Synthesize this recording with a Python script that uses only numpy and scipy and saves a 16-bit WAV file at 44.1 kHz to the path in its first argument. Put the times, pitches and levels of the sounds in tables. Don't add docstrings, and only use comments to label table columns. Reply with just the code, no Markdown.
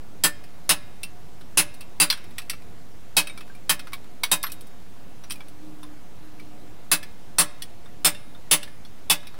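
import sys
import numpy as np
from scipy import signal
from scipy.fft import rfft, irfft, next_fast_len
from scipy.io import wavfile
from scipy.ndimage import uniform_filter1d, map_coordinates

SR = 44100
rng = np.random.default_rng(int(sys.argv[2]) if len(sys.argv) > 2 else 0)


def persist_wave(psi):
    counts = np.round(np.clip(psi, -1, 1) * 32767).astype(np.int16)
    wavfile.write(sys.argv[1], SR, np.atleast_2d(counts).T)


def volts_from_db(level):
    exponent = np.asarray(level, float) / 20
    return 10 ** exponent


N = 414079


def unit(x):
    return x / np.sqrt(np.mean(x ** 2) + 1e-20)


def along(points, hz):
    f, v = np.transpose(points)
    return np.interp(np.log(hz + 1), np.log(f + 1), v)


def filtered(x, response):
    m = next_fast_len(N + 8192)
    return irfft(rfft(x, m) * response(np.fft.rfftfreq(m, 1 / SR)), m)[..., :N]


def add(track, s, x):
    part = track[round(s * SR):][:len(x)]
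    part += x[:len(part)]


def ring(hz, db, t60, t, rough, attack):
    steps = rng.standard_normal((len(hz), len(t)))
    phase = rough * np.cumsum(steps, axis=1) + 2 * np.pi * rng.random((len(hz), 1))
    decay = volts_from_db(db[:, None] - 60 * t / t60[:, None])
    waves = decay * np.sin(2 * np.pi * hz[:, None] * t + phase)
    return waves.sum(0) * (1 - np.exp(-t / attack))


def single_ring(hz, db, t60, t, rough, attack):
    return ring(*np.c_[[hz, db, t60]], t, rough, attack)


# (frequency [Hz], density [dB per Hz])
AIR_COLOUR = [(12, -33), (20, -12), (22, -26.5), (33, -22), (93, -19.5), (241, -23.5), (293, -24),
              (357, -27), (527, -29.5), (574, -30.5), (698, -31), (1120, -35.5), (2460, -41),
              (16000, -52.5)]
AIR_DB = -48.5
# (frequency [Hz], width [Hz], level [dB])
DRONES = [
    (173, 23, -63.5),
    (720.6, 8.1, -64.5),
]


def workshop():
    z = signal.stft(rng.standard_normal(N + 512), nperseg=512)[2]
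    patches = uniform_filter1d(rng.standard_normal(z.shape), 6, 0)
    patches = uniform_filter1d(patches, 12, 1)
    noise = signal.istft(z * volts_from_db(1.1 * unit(patches)), nperseg=512)[1][:N]
    air = volts_from_db(AIR_DB) * unit(filtered(noise, lambda hz: volts_from_db(along(AIR_COLOUR, hz))))
    for mid_hz, width_hz, db in DRONES:
        drone = filtered(rng.standard_normal(N), lambda hz: 1 / (1 + ((hz - mid_hz) / width_hz) ** 2))
        air += volts_from_db(db) * unit(drone)
    return air


# (time [s], length [s], level [dB])
HUM = [
    (5.272, 0.39, -58.5),
    (5.6, 0.39, -50),
    (6.199, 0.525, -54.5),
]
HUM_FREE_HZ, HUM_LOADED_HZ, HUM_SAG_S = 311, 299, 0.128
HUM_FADE_S, HUM_FLUTTER_DB = 0.023, -3


def machine():
    out, t = np.zeros(N), np.arange(SR) / SR
    for s, length_s, db in HUM:
        hz = HUM_LOADED_HZ + (HUM_FREE_HZ - HUM_LOADED_HZ) * np.exp(-(t / HUM_SAG_S) ** 2)
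        swell = np.clip(np.minimum(t, length_s - t) / HUM_FADE_S, 0, 1)
        flutter = map_coordinates(rng.standard_normal(size=20), [12 * t])
        tone = np.sqrt(2) * np.sin(2 * np.pi * np.cumsum(hz) / SR)
        add(out, s, volts_from_db(db + HUM_FLUTTER_DB * flutter) * swell * tone)
    return out


# (frequency [Hz], t60 [s])
SHOP_T60 = [(200, 0.32), (1500, 0.72), (5000, 0.37), (14000, 0.18)]


def reverb(x, wet_db):
    hz, t, z = signal.stft(rng.standard_normal(SR // 2), SR, nperseg=256)
    decay = volts_from_db(-60 * t / along(SHOP_T60, hz)[:, None])
    tail = signal.istft(z * decay, SR, nperseg=256)[1]
    tail = volts_from_db(wet_db) * tail / np.linalg.norm(tail)
    wet = signal.fftconvolve(np.pad(x, (200, 0)), tail)
    wet[:len(x)] += x
    return wet


# (frequency [Hz], level [dB])
SHEET_COLOUR = [(180, -12), (300, -7.5), (700, -5), (1030, 0), (1530, -5), (1780, -4.5), (2650, -3),
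                (5340, -4), (6960, -7), (7440, -4), (9550, 0.5), (14000, -8.5), (15700, -4.5)]
# (frequency [Hz], t60 [s])
SHEET_T60 = [(400, 0.099), (1500, 0.13), (4000, 0.11), (9000, 0.095), (15000, 0.1)]


def sheet(t, body_db, bright_db, damping, lumpy_db, attack):
    hz, when, z = signal.stft(rng.standard_normal(len(t)), SR, nperseg=256)
    bands = unit(uniform_filter1d(rng.standard_normal(len(hz)), size=2))
    shelves = along([(1500, body_db), (2600, 0), (5500, 0), (8000, bright_db)], hz)
    colour = unit(volts_from_db(along(SHEET_COLOUR, hz) + shelves + lumpy_db * bands))
    decay = volts_from_db(-60 * when / (damping * along(SHEET_T60, hz))[:, None])
    chatter = signal.istft(z * colour[:, None] * decay, SR, nperseg=256)[1][:len(t)]
    return chatter * (1 - np.exp(-t / attack))


# (time [s], peak [dB], sharpness [dB], ping re peak [dB])
BOUNCES = [(1.033, -20, 5.5, -12), (1.8086, -29, 2, -12.5), (2.1015, -6.5, 1, -7), (2.126, -16, -2.5, -10),
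           (2.3829, -18, 0.5, -17), (2.498, -13.5, 3, -21), (2.533, -30, -2.5, -10),
           (3.2718, -23.5, -1, -10), (3.2974, -31.5, -5, -2.5), (3.3764, -30, -2.5, -7.5),
           (3.794, -25.5, -1.5, -13.5), (3.8716, -24.5, -7.5, -23), (3.933, -21, 0.5, -6.5),
           (4.2352, -7, 0, -10.5), (4.4378, -13.5, -5, -9.5), (4.4675, -21.5, -6, -13),
           (4.5198, -24.5, 14, -15), (5.2992, -32, -2, -1), (5.3074, -19.5, 1, -10.5),
           (5.8315, -30, -5, -9.5), (7.0298, -27, -0.5, -10), (7.622, -20.5, 5.5, -12),
           (8.149, -32, -2.5, -5), (8.6303, -24, 1, -12)]
# (frequency [Hz], frequency [Hz], frequency [Hz])
BOUNCE_HZ = [(2690, 9520, 5500), (2690, 4380, 9500), (4190, 4750, 3460), (3310, 4110, 9260),
             (1920, 4020, 2640), (2680, 9140, 1870), (2290, 1330, 2680), (2590, 3820, 9400),
             (2300, 3730, 8700), (2310, 1350, 9400), (2560, 3460, 1400), (1420, 2300, 11670),
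             (2280, 1100, 3820), (2220, 3830, 960), (11680, 1100, 2120), (11670, 4200, 9300),
             (11540, 10380, 8600), (9360, 8700, 2430), (3170, 2560, 5800), (1040, 3600, 9840),
             (1740, 3430, 2600), (3400, 4390, 1870), (3630, 2730, 1800), (3600, 2870, 4400)]
# (time [s], peak [dB], sharpness [dB], ping frequency [Hz], ping level [dB])
TICKS = [(0.4392, -38, -2, 2560, -54), (5.4066, -51, -5, 3360, -50), (8.8508, -50, -1, 4300, -51),
         (1.7417, -36, 8, 2680, -61), (2.4187, -35.5, 0, 2640, -49), (2.621, -43, -2, 2420, -59),
         (3.408, -30.5, -3, 2580, -46), (3.5, -54, -4, 1580, -45.5), (3.5506, -41, 5, 2360, -49),
         (4.499, -36, 10, 2530, -45), (5.2387, -32, -3.5, 5820, -49), (5.358, -40, 15, 2440, -47),
         (5.4065, -32.5, -6, 2310, -44), (6.3979, -37, -2.5, 2310, -45.5), (7.859, -37, -10, 3630, -53),
         (8.3496, -35, -10, 3630, -49), (8.6778, -38, -2, 1735, -47), (8.8503, -37.5, -2.5, 3430, -49),
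         (9.2706, -29.5, -2, 2440, -47.5)]
# (time [s], peak [dB], sharpness [dB])
SCUFFS = [(1.4112, -37, -3), (2.175, -32, -2), (2.2414, -36, -2), (2.3088, -37, -3), (3.478, -39, -6),
          (3.922, -30, -7), (4.043, -36, -8), (4.4304, -19.5, 12), (4.6102, -34.5, 15), (4.6694, -40.5, 11),
          (5.321, -22.5, 10), (5.4842, -39, 10), (9.2312, -32, -6), (9.3434, -35, -6), (9.3792, -38.5, -7)]
# (frequency [Hz], t60 [s])
PING_T60 = [(2400, 0.073), (2685, 0.13), (3000, 0.068), (10000, 0.1)]
PING_STEP_DB = -3.5
TAP_BODY_DB, TAP_BRIGHT_DB, TAP_DAMPING = 0.5, -7.5, 0.73
TAP_LOW_HZ = 850
GAP_HZ, GAP_WIDE_HZ, GAP_DB = 6820, 710, 10
TAP_LEAD_S = 0.0008


def tap_response(hz):
    bass_loss = (1j * hz / (TAP_LOW_HZ + 1j * hz)) ** 3
    return bass_loss * volts_from_db(-GAP_DB * np.exp(-((hz - GAP_HZ) / GAP_WIDE_HZ) ** 2))


def taps():
    out, t = np.zeros(N), np.arange(SR // 6) / SR
    for s, db, sharp_db, *_ in BOUNCES + TICKS + SCUFFS:
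        body_db = TAP_BODY_DB - 2.0 * sharp_db
        bright_db = TAP_BRIGHT_DB + 0.68 * sharp_db
        rattle = sheet(t, body_db, bright_db, TAP_DAMPING, lumpy_db=2.5, attack=0.0007)
        click = sheet(t, -2.0, -1.0, 1.5, lumpy_db=-0.5, attack=0.00028)
        click *= volts_from_db(0.87 * bright_db + 4.5 - 60 * t / 0.013)
        add(out, s - TAP_LEAD_S, reverb(volts_from_db(db - 7) * (rattle + click), wet_db=-21))
    out = filtered(out, tap_response)

    pings = [(s, hz, ping_db + 5.0) for s, _, _, hz, ping_db in TICKS]
    for (s, db, _, ping_db), tones in zip(BOUNCES, BOUNCE_HZ):
        pings += [(s, hz, db + ping_db + PING_STEP_DB * k) for k, hz in enumerate(tones)]
    for s, hz, db in pings:
        rough = 0.024 * np.sqrt(hz / 4000)
        add(out, s - TAP_LEAD_S, single_ring(hz, db, along(PING_T60, hz), t, rough, attack=0.00035))
    return out


# (frequency [Hz], level re rattle [dB])
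FIRST_GRIP = [(4050, -22), (2560, -19), (2680, -21), (3190, -19), (3790, -22), (4820, -18), (5200, -18),
              (7760, -20), (9930, -18), (10400, -17), (11420, -22), (12900, -22), (15250, -24)]
# (frequency [Hz], level re rattle [dB])
SECOND_GRIP = [(2680, -20), (2960, -21), (3300, -21), (3590, -20), (4300, -18), (4750, -19), (5210, -17),
               (7480, -17), (8510, -17), (9660, -15), (10200, -19), (10380, -19), (13300, -23),
               (15250, -23)]
TURN_S, GRIP_SCATTER_DB, DETUNE = 5.3, 3.5, 0.012


def gripped_modes(s, lead_hz, lead_db):
    free_hz, free_db = np.transpose(FIRST_GRIP if s < TURN_S else SECOND_GRIP)
    hz = np.r_[free_hz * (1 + DETUNE * rng.standard_normal(len(free_hz))), lead_hz]
    db = np.r_[free_db + GRIP_SCATTER_DB * rng.standard_normal(len(free_hz)), lead_db]
    return hz, db + 6.0 + 1.2 * np.log2(hz / 5000)


# (time [s], strength [dB], body [dB], brightness [dB], head ring [dB])
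BLOWS = [(0.237, -9, 3, 2.8, -55), (0.692, -7.5, -0.5, -0.3, -50), (1.573, -6, -2, -0.5, -48),
         (2.0001, -4.5, -3, -0.5, -44), (3.167, -8, -4, -1.8, -46), (3.694, -12.5, -0.5, -0.2, -51),
         (4.3148, -11, 0, 1.7, -40), (6.915, -9.5, 0.5, 1, -53), (7.384, -5.5, -2.3, 0, -48),
         (8.0466, -6, -1.5, -0.6, -50), (8.5115, -5, -3.6, -1, -61), (9.0984, -9, -2.5, -1.5, -45)]
# (frequency [Hz], frequency [Hz], frequency [Hz])
LEAD_HZ = [(1780, 9650, 7900), (9390, 10010, 3760), (9390, 10200, 2680), (2680, 9400, 4760),
           (3830, 3200, 10510), (3170, 1780, 4050), (3750, 1020, 7760), (10350, 2600, 3290),
           (8540, 9450, 10700), (8540, 3590, 13280), (10200, 3590, 2960), (2600, 3460, 3800)]
# (level [dB], level [dB], level [dB])
LEAD_DB = [(-16.5, -19, -16), (-11, -15, -17), (-8.5, -10, -11), (-10, -6, -8), (-11.5, -20, -25),
           (-10, -22, -18.5), (-7, -20.5, -38), (-11, -15.5, -16.5), (-7.5, -9, -20), (-11, -12, -13),
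           (-6.5, -9, -19), (-12.5, -6, -12.5)]
# (frequency [Hz], t60 [s])
GRIP_T60 = [(1000, 0.13), (2200, 0.18), (2680, 0.1), (3300, 0.08), (8000, 0.092), (15000, 0.094)]
# (frequency [Hz], level [dB], t60 [s])
STUMP = [
    (168.4, -16.5, 0.11),
    (303, -26, 0.17),
    (589, -36.5, 0.32),
]
# (frequency [Hz], level [dB], t60 [s])
ANVIL = [
    (1687, -43.5, 0.5),
    (2120, -51.5, 1),
    (2440, -53.5, 1),
    (5140, -58.5, 0.87),
]
# (time [s], frequency [Hz], level [dB], t60 [s])
GLANCES = [
    (2.0002, 9445, -41, 0.43),
    (8.048, 9660, -47, .86),
    (8.512, 9660, -46, 0.78),
]
HEAD_HZ, HEAD_T60_S = 3740, 1.0
DAMPING = 0.85
BUILD, BUILD_S = 0.66, 0.026
LINGER_DB, LINGER = -37.5, 3.8


def hammer():
    out, t, long_t = np.zeros(N), np.arange(SR // 4) / SR, np.arange(SR // 2) / SR
    for (s, db, body_db, bright_db, head_db), lead_hz, lead_db in zip(BLOWS, LEAD_HZ, LEAD_DB):
        hz, mode_db = gripped_modes(s, lead_hz, lead_db)
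        loose = np.sqrt(hz / 5000)[:, None]
        t60 = DAMPING * along(GRIP_T60, hz)
        rattle = sheet(t, body_db, bright_db, DAMPING, lumpy_db=1.84, attack=0.00061)
        modes = ring(hz, mode_db, t60, t, rough=0.04 * loose, attack=0.0013)
        thud = ring(*np.transpose(STUMP), t, rough=0.004, attack=0.019)
        build = 1 - BUILD * np.exp(-t / BUILD_S)
        add(out, s, reverb(volts_from_db(db + 11) * build * (rattle + modes + thud), wet_db=-29.5))

        linger_db = db + mode_db + LINGER_DB - 2.5 * np.log2(hz / 5000)
        linger_db += 3 * rng.standard_normal(len(hz))
        add(out, s, ring(hz, linger_db, LINGER * t60, long_t, rough=0.016 * loose, attack=0.003))
        add(out, s, ring(*np.transpose(ANVIL), long_t, rough=0.003, attack=0.003))
        add(out, s, single_ring(HEAD_HZ, head_db - 3, HEAD_T60_S, long_t, rough=0.008, attack=0.003))
    for s, hz, db, t60 in GLANCES:
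        add(out, s, single_ring(hz, db - 3, t60, long_t, rough=0.008, attack=0.003))
    return out


def scene():
    return (workshop() + machine() + taps() + hammer())[None]


def roll_off(x):
    return signal.sosfilt(signal.butter(12, 17130, fs=SR, output="sos"), x)


OFFSET, TOP_HZ = 0.0361, 15950
LIMIT_LEVEL, CLIP_LEVEL = 0.24, 0.6


def record(dry):
    level = np.sqrt(np.abs(uniform_filter1d(dry ** 2, size=130, axis=1)))
    x = (dry + OFFSET) / (1 + (level / LIMIT_LEVEL) ** 3) ** (1 / 3)
    x = x / (1 + np.abs(x / CLIP_LEVEL) ** 6) ** (1 / 6)
    mix = filtered(x, lambda hz: volts_from_db(-21 * (1 + np.tanh((hz - TOP_HZ) / 90))))
    return roll_off(mix)


dry = scene()
out = record(dry)
persist_wave(out)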